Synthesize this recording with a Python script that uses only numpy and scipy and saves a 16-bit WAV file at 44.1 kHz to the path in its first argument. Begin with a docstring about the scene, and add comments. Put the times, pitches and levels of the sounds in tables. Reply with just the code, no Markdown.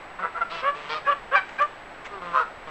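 """A woodland path where geese quarrel: one gives clear honks that break into a high yelp, and others
answer with rasping clucks, hoarse calls, squawks and hissy grunts.
Each voice is a pulsing membrane, shaken by a slower flutter, sounding through a long throat;
the grunts are the slow flutter alone.
Feet rustle in dry leaves, the trees echo, the wood hushes softly, and the recorder adds a thin whine."""
import sys
import numpy as np
from scipy import signal
from scipy.fft import rfft, irfft, next_fast_len
from scipy.io import wavfile
from scipy.ndimage import map_coordinates

SR = 44100
rng = np.random.default_rng(int(sys.argv[2]) if len(sys.argv) > 2 else 0)


def transcribe(u):
    """Save the signal u as a 16-bit wav file named by the first command-line argument.

    u: samples, shape (n,) or (channels, n), limited to [-1, 1]; the rate is SR.
    q: integer samples, one column per channel.
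    """
    v = np.clip(np.atleast_2d(u).T, -1, 1)
    q = np.round(v * 32767).astype(np.int16)
    wavfile.write(sys.argv[1], SR, q)


N = 119070  # length of the scene in samples
TOP_HZ = 15700  # nothing is kept above this


def amp(db):
    """Turn decibels into a plain multiplier."""
    return 10 ** (np.asarray(db) / 20)


def unit(x):
    """Scale a sound to an average (rms) strength of 1."""
    return x / np.sqrt(np.mean(x ** 2) + 1e-20)


def along(points, hz):
    """Read a curve of (frequency [Hz], value) points, spaced by pitch rather than by Hz."""
    point_hz, values = np.transpose(points)
    return np.interp(np.log(hz + 1), np.log(point_hz + 1), values)


def wobble(n, rate):
    """A smooth random curve of n samples, drawn through `rate` random points a second."""
    knots = rng.standard_normal(int(N * rate / SR) + 4)
    return map_coordinates(knots, [np.arange(n) * rate / SR])


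# How much of a treble setting is felt: (frequency [Hz], share of the dB setting)
TREBLE_SHELF = [(1400, 0.11), (2200, 0.9)]


def colour(x, points, treble_db=0):
    """Filter through (frequency [Hz], level [dB]) points and a treble shelf, without pre-echo; rms 1."""
    size = 2 * next_fast_len(len(x) // 2 + 2048)
    hz = np.fft.rfftfreq(size, 1 / SR)
    level_db = along(points, hz) + treble_db * along(TREBLE_SHELF, hz)
    # Folding the cepstrum makes the filter minimum-phase: it responds only after its input
    cepstrum = irfft(np.log(amp(level_db)))
    cepstrum[1:size // 2] *= 2
    cepstrum[size // 2 + 1:] = 0
    response = np.exp(rfft(cepstrum))
    return unit(irfft(rfft(x, size) * response)[:len(x)])


def add(out, start, x):
    """Mix x into out from `start` seconds on."""
    i = int(start * SR)
    out[i:i + len(x)] += x[:max(0, N - i)]


# Hush of the wood: (frequency [Hz], level [dB])
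FOREST_COLOUR = [(28, -1.5), (58, -11.5), (236, -9.5), (750, -2.5), (2030, -8), (4300, -26), (6000, -36),
                 (8500, -40.5), (10500, -51.5)]
FOREST_DB = -42


def forest():
    """The steady, softly wavering hush of the wood: coloured noise."""
    noise = colour(rng.standard_normal(N + SR), FOREST_COLOUR)[SR:]  # skip the filter's first second
    return amp(FOREST_DB + 0.35 * wobble(N, 7.3)) * noise


# How long the echo tail rings: (frequency [Hz], time to fade by 60 dB [s])
TAIL_FADE = [(1600, 0.28), (4000, 0.6)]
TAIL_DB, TRUNKS_DB = -12.5, -15.5  # total strength of each echo part, against the direct sound
TRUNKS_S = .055  # the trunk echoes are spread over this time


def woods(x):
    """Nearby trunks give scattered echoes; the wood behind gives a soft tail, fading by pitch."""
    hz, t, spectrum = signal.stft(rng.standard_normal(SR // 2), SR, nperseg=256)
    fade = amp(-60 * t / along(TAIL_FADE, hz)[:, None])
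    tail = signal.istft(spectrum * fade, SR, nperseg=256)[1]
    echoes = np.zeros(N)
    for delay in TRUNKS_S * (np.arange(1, 7) + rng.uniform(-.5, .5, 6)) / 6:
        add(echoes, delay, rng.choice([-1., 1.], 1))
    tail *= np.linalg.norm(echoes) / np.linalg.norm(tail)
    add(echoes, .012, amp(TAIL_DB - TRUNKS_DB) * tail)
    return amp(TRUNKS_DB) / np.sqrt(6) * signal.fftconvolve(x, echoes)[:N]


# Steps in dry leaves: (start [s], length [s], level before the swell [dB])
STEP_TIMES = [(1.351, 0.39, -48.5), (1.488, 0.012, -38.5), (1.61, 0.03, -33.5), (2.039, 0.045, -36)]
# Sound of the leaves: (frequency [Hz], level [dB])
LEAF_COLOUR = [(100, -9.5), (2000, 16.5), (5000, -7), (7500, -8), (11000, -60)]


def steps():
    """Each step crushes a clump of tiny leaf cracks: noise of quickly changing strength."""
    out = np.zeros(N)
    for start, length, db in STEP_TIMES:
        n = int(length * SR)
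        cracks = rng.standard_normal(n) * amp(3 * wobble(n, 900))
        add(out, start, amp(db) * np.hanning(n) * colour(cracks, LEAF_COLOUR))
    return out


def turning(hz, jitter):
    """Phase of a slightly unsteady oscillator; jitter is a share of its rate."""
    unsteady_hz = hz * (1 + jitter * wobble(len(hz), 334))
    return 2 * np.pi * (rng.random() + np.cumsum(unsteady_hz) / SR)


FLICKER_DB, SMEAR = 3, 1.2  # overtone waver in level [dB] and phase [radians], per unit of wobble
FLICKER_PER_S, OVERTONE_HZ = 45.3, 2200  # overtones above this frequency waver fully
VOICED_HZ = 5200  # harmonics weaken steeply above this


def pulses(phase, hz, bend=0):
    """One membrane pulse a cycle, as a sum of harmonics; overtones waver, and bend [radians] shakes them."""
    k = np.arange(1, int(TOP_HZ / hz))[:, None]
    depth = np.minimum(k * hz / OVERTONE_HZ, 1) ** 2
    wavers = [[wobble(len(phase), FLICKER_PER_S) for _ in k] for _ in range(2)]
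    level, lag = np.array(wavers) * depth
    harmonics = amp(FLICKER_DB * level) * np.cos(k * phase + SMEAR * lag + bend * depth)
    rolloff = 1 + (k * hz / VOICED_HZ) ** 6
    return unit((harmonics / rolloff).sum(0))


# Breathy noise, in grunts and calls alike: (frequency [Hz], level [dB])
HISS_COLOUR = [(300, -35.5), (900, 8), (2600, 4), (4700, -12), (8000, -23), (11000, -61.5)]
# Grunts: (start [s], length [s], first pitch [Hz], last pitch [Hz], voice level [dB],
#          hiss against voice [dB])
GRUNT_TIMES = [(0.189, 0.062, 178.3, 194, -36, -19), (.502, .122, 168, 160, -42, 2.5),
               (.745, 0.25, 145.5, 150.4, -42, 1), (2.215, 0.14, 178.6, 168, -35.5, -11),
               (2.670, 0.096, 159, 138.5, -37.5, -9)]
# Throat of the grunts: (frequency [Hz], level [dB])
GRUNT_COLOUR = [(100, -23), (175, -4), (290, -12), (480, 2.5), (850, -6.5), (1150, 9.5), (1700, -9),
                (4000, -26.5), (12000, -72)]
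GRUNT_EDGE_S, GRUNT_JITTER = 0.0051, .008  # fade at each end; unsteadiness as a share of the rate
PUFF_DEPTH = .55  # how strongly the hiss swells with each pulse
GRUNT_ROUGH_DB, BUZZ_DB = -10, -2  # noise against buzz in the throat; buzz against noise in the hiss


def grunts():
    """The slow flutter alone; every pulse lets a buzzing puff of hiss through."""
    out = np.zeros(N)
    for start, length, first, last, db, hiss_db in GRUNT_TIMES:
        t = np.arange(int(length * SR)) / SR
        phase = turning(np.linspace(first, last, len(t)), GRUNT_JITTER)
        buzz = pulses(phase, first)
        noise = rng.standard_normal((2, len(t)))
        throat_puffs, hiss_puffs = unit(np.exp(PUFF_DEPTH * np.cos(phase)) * noise)
        voice = colour(buzz + amp(GRUNT_ROUGH_DB) * throat_puffs, GRUNT_COLOUR)
        hiss = unit(colour(hiss_puffs, HISS_COLOUR) + amp(BUZZ_DB) * colour(buzz, HISS_COLOUR))
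        swell = np.clip(np.minimum(t, length - t) / GRUNT_EDGE_S, 0, 1)
        add(out, start, amp(db) * swell * (voice + amp(hiss_db) * hiss))
    return out


RISE_POWER, FALL_POWER = 0.69, 1.97  # shape of the swell before and after its peak
JITTER, FLUTTER_JITTER = 0.012, 0.092  # unsteadiness as shares of the rate
ROUGH_DB = -5.5  # noise in the throat, against the pulses
AIR_DB = -19  # noise at the bill, against the voice, before the treble setting


def call(shape, throat, rasps, flutter_hz, treble_db=0, bend=0):
    """One arched call; flutter shakes the pulses in size and shape, putting sidebands round each harmonic."""
    rise, fall, first, middle, last, db = shape
    t = np.arange(int((rise + fall) * SR)) / SR
    n, rising = len(t), t < rise
    # Distance from the peak: 1 at the start, 0 at the peak, 1 at the end
    away = np.clip(np.where(rising, 1 - t / rise, (t - rise) / fall), 0, 1)
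    pitch = middle + (np.where(rising, first, last) - middle) * away ** 1.46
    phase = turning(pitch, JITTER)
    shake = turning(np.full(n, flutter_hz), FLUTTER_JITTER)
    flutter = np.exp(np.linspace(*rasps, n) * np.cos(shake))
    warp = bend * (np.sin(shake) + wobble(n, 2 * flutter_hz) / 2)
    membrane = pulses(phase, middle, warp)
    source = flutter * (membrane + amp(ROUGH_DB) * rng.standard_normal(n))
    voice = colour(source, throat, treble_db)
    air = colour(flutter * rng.standard_normal(n), HISS_COLOUR)
    swell = np.cos(away * np.pi / 2) ** np.where(rising, RISE_POWER, FALL_POWER)
    return amp(db) * swell * (voice + amp(AIR_DB + treble_db) * air)


BEND = 0.6  # how far the flutter shakes the overtones [radians], scaled for each kind of call


def answers(rows, throat):
    """Calls from the other geese: the stronger the rasp, the more the flutter bends the pulses."""
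    out = np.zeros(N)
    for start, *shape, rasp, flutter_hz, treble_db in rows:
        add(out, start, call(shape, throat, (rasp, rasp), flutter_hz, treble_db, BEND * rasp))
    return out


# Clucks: (start [s], rise [s], fall [s], first, middle and last pitch [Hz], level before swell [dB],
#          rasp depth, flutter [Hz], treble setting [dB])
CLUCK_CALLS = [(0.186, 0.013, 0.045, 345, 365, 396, -33, 0.32, 184, -0.5),
               (.222, 0.014, .06, 693, 665, 664, -26, 0.52, 160.8, -7.5),
               (.242, 0.0074, 0.052, 494, 487.6, 483, -27, 1.6, 180.3, -7),
               (.344, 0.029, 0.02, 657, 681, 650, -28.5, 0.27, 176, -7.5),
               (.364, 0.016, 0.045, 529, 477.5, 476, -32.5, 1.4, 189.3, -1),
               (.408, 0.015, 0.023, 728, 678, 632, -20.5, 0.26, 166, -3.5)]
# Throat of the clucks: (frequency [Hz], level [dB])
CLUCK_COLOUR = [(250, -27.5), (500, -3.5), (660, -11), (800, -7.5), (1000, 2), (1420, 2.5), (1720, -2),
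                (2050, -8.5), (3800, -34), (12000, -73)]


def clucks():
    """Short rasping clucks, the membrane shaken by the flutter."""
    return answers(CLUCK_CALLS, CLUCK_COLOUR)


# Hoarse calls: same columns as the clucks
HOARSE_CALLS = [(.496, .035, 0.14, 609, 672.7, 627, -34, 0.84, 333.5, 4),
                (.890, .03, 0.052, 443.7, 462, 478, -28, 0.81, 161.6, 4),
                (.930, 0.037, 0.034, 586, 627.6, 542, -30.5, 0.38, 161, 0.5),
                (2.100, 0.044, .11, 411.6, 397, 310, -37, 0.73, 201.3, -14.5)]
# Throat of the hoarse calls: (frequency [Hz], level [dB])
HOARSE_COLOUR = [(200, -28), (370, 2), (800, -2.5), (1230, 7), (1900, -7), (3400, -7.5), (5200, -14.5),
                 (12000, -70)]


def hoarse_calls():
    """Hoarse answers, fluttering pulses through a throat of their own."""
    return answers(HOARSE_CALLS, HOARSE_COLOUR)


# Squawks: same columns as the clucks
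SQUAWK_CALLS = [(2.331, 0.03, 0.062, 519.7, 519.2, 486, -21, 1.57, 146.8, 0),
                (2.345, 0.048, 0.022, 628.3, 637, 666, -20.5, 0.33, 143.6, 0.082),
                (2.397, 0.011, 0.046, 516, 481, 380, -22, 0.22, 143, 1)]
# Throat of the squawks: (frequency [Hz], level [dB])
SQUAWK_COLOUR = [(250, -45), (500, -3), (820, -11), (1050, 8.5), (1400, 8.5), (1700, -9.5), (2400, -23),
                 (3800, -24.5), (12000, -66)]


def squawks():
    """Overlapping squawks, with a slower flutter than the clucks."""
    return answers(SQUAWK_CALLS, SQUAWK_COLOUR)


HONK_FLUTTER_HZ, YELP_RASP = 205.2, 0.39  # flutter of honks and yelps; rasp depth of the yelps
# Yelps: (start [s], rise [s], fall [s], first, middle and last pitch [Hz], level before swell [dB])
YELP_CALLS = [(1.048, 0.03, 0.06, 836, 830, 820, -29.5), (1.349, 0.018, 0.042, 803, 793, 714, -16.5),
              (1.583, 0.018, 0.0056, 793, 817, 827, -24)]
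# Throat of the yelps: (frequency [Hz], level [dB])
YELP_COLOUR = [(400, -34.5), (850, -10), (1570, 0.5), (2400, -8.5), (3200, -25), (6000, -34.5),
               (12000, -89)]


def yelps():
    """The honks' breaks into the high register, with the pulses bent half as far."""
    out = np.zeros(N)
    for start, *shape in YELP_CALLS:
        rasps = (YELP_RASP, YELP_RASP)
        add(out, start, call(shape, YELP_COLOUR, rasps, HONK_FLUTTER_HZ, bend=BEND / 2))
    return out


# Honks: (start [s], rise [s], fall [s], first, middle and last pitch [Hz], level before swell [dB],
#         first rasp depth, last rasp depth, treble setting [dB])
HONK_CALLS = [(.620, 0.067, 0.037, 503, 569.6, 573, -20, 0.4, 0.046, -5),
              (1.062, 0.036, 0.024, 531.6, 579.4, 590, -17, .05, 0.19, -9),
              (1.105, 0.016, 0.025, 586.5, 564, 550, -21, 0.58, 0.85, -1.5),
              (1.312, 0.0435, 0.0082, 490.7, 578.4, 576, -17.5, 0.12, 1, -7),
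              (1.594, 0.028, 0.047, 542, 589.8, 599, -17.5, 0.12, 0.1, -7.5)]
# Throat of the honks: (frequency [Hz], level [dB])
HONK_COLOUR = [(250, -56), (450, -6), (580, -7), (980, -12), (1170, 6.5), (1450, -2), (1720, -6.5),
               (2300, -12.5), (3300, -17.5), (5000, -54.5), (12000, -73.5)]


def honks():
    """Clear honks and their syllables; the flutter's rasp grows or fades through each."""
    out = np.zeros(N)
    for start, *shape, first_rasp, last_rasp, treble_db in HONK_CALLS:
        rasps = (first_rasp, last_rasp)
        add(out, start, call(shape, HONK_COLOUR, rasps, HONK_FLUTTER_HZ, treble_db, BEND))
    return out


def scene():
    """Geese and footsteps, their echoes among the trees, and the hush of the wood."""
    near = steps() + grunts() + clucks() + hoarse_calls() + squawks() + yelps() + honks()
    return (forest() + woods(near) + near)[None]


WHINE_HZ, WHINE_DB = 7795, -69.5  # a steady tone, level as rms


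def record(dry):
    """The recorder adds its electrical whine and keeps nothing above its band limit."""
    t = np.arange(N) / SR
    whine = amp(WHINE_DB) * np.sqrt(2) * np.sin(2 * np.pi * WHINE_HZ * t)
    band_limit = signal.ellip(12, .1, 90, TOP_HZ, fs=SR, output="sos")
    return signal.sosfiltfilt(band_limit, dry + whine, padlen=SR // 10)


dry = scene()
out = record(dry)
transcribe(out)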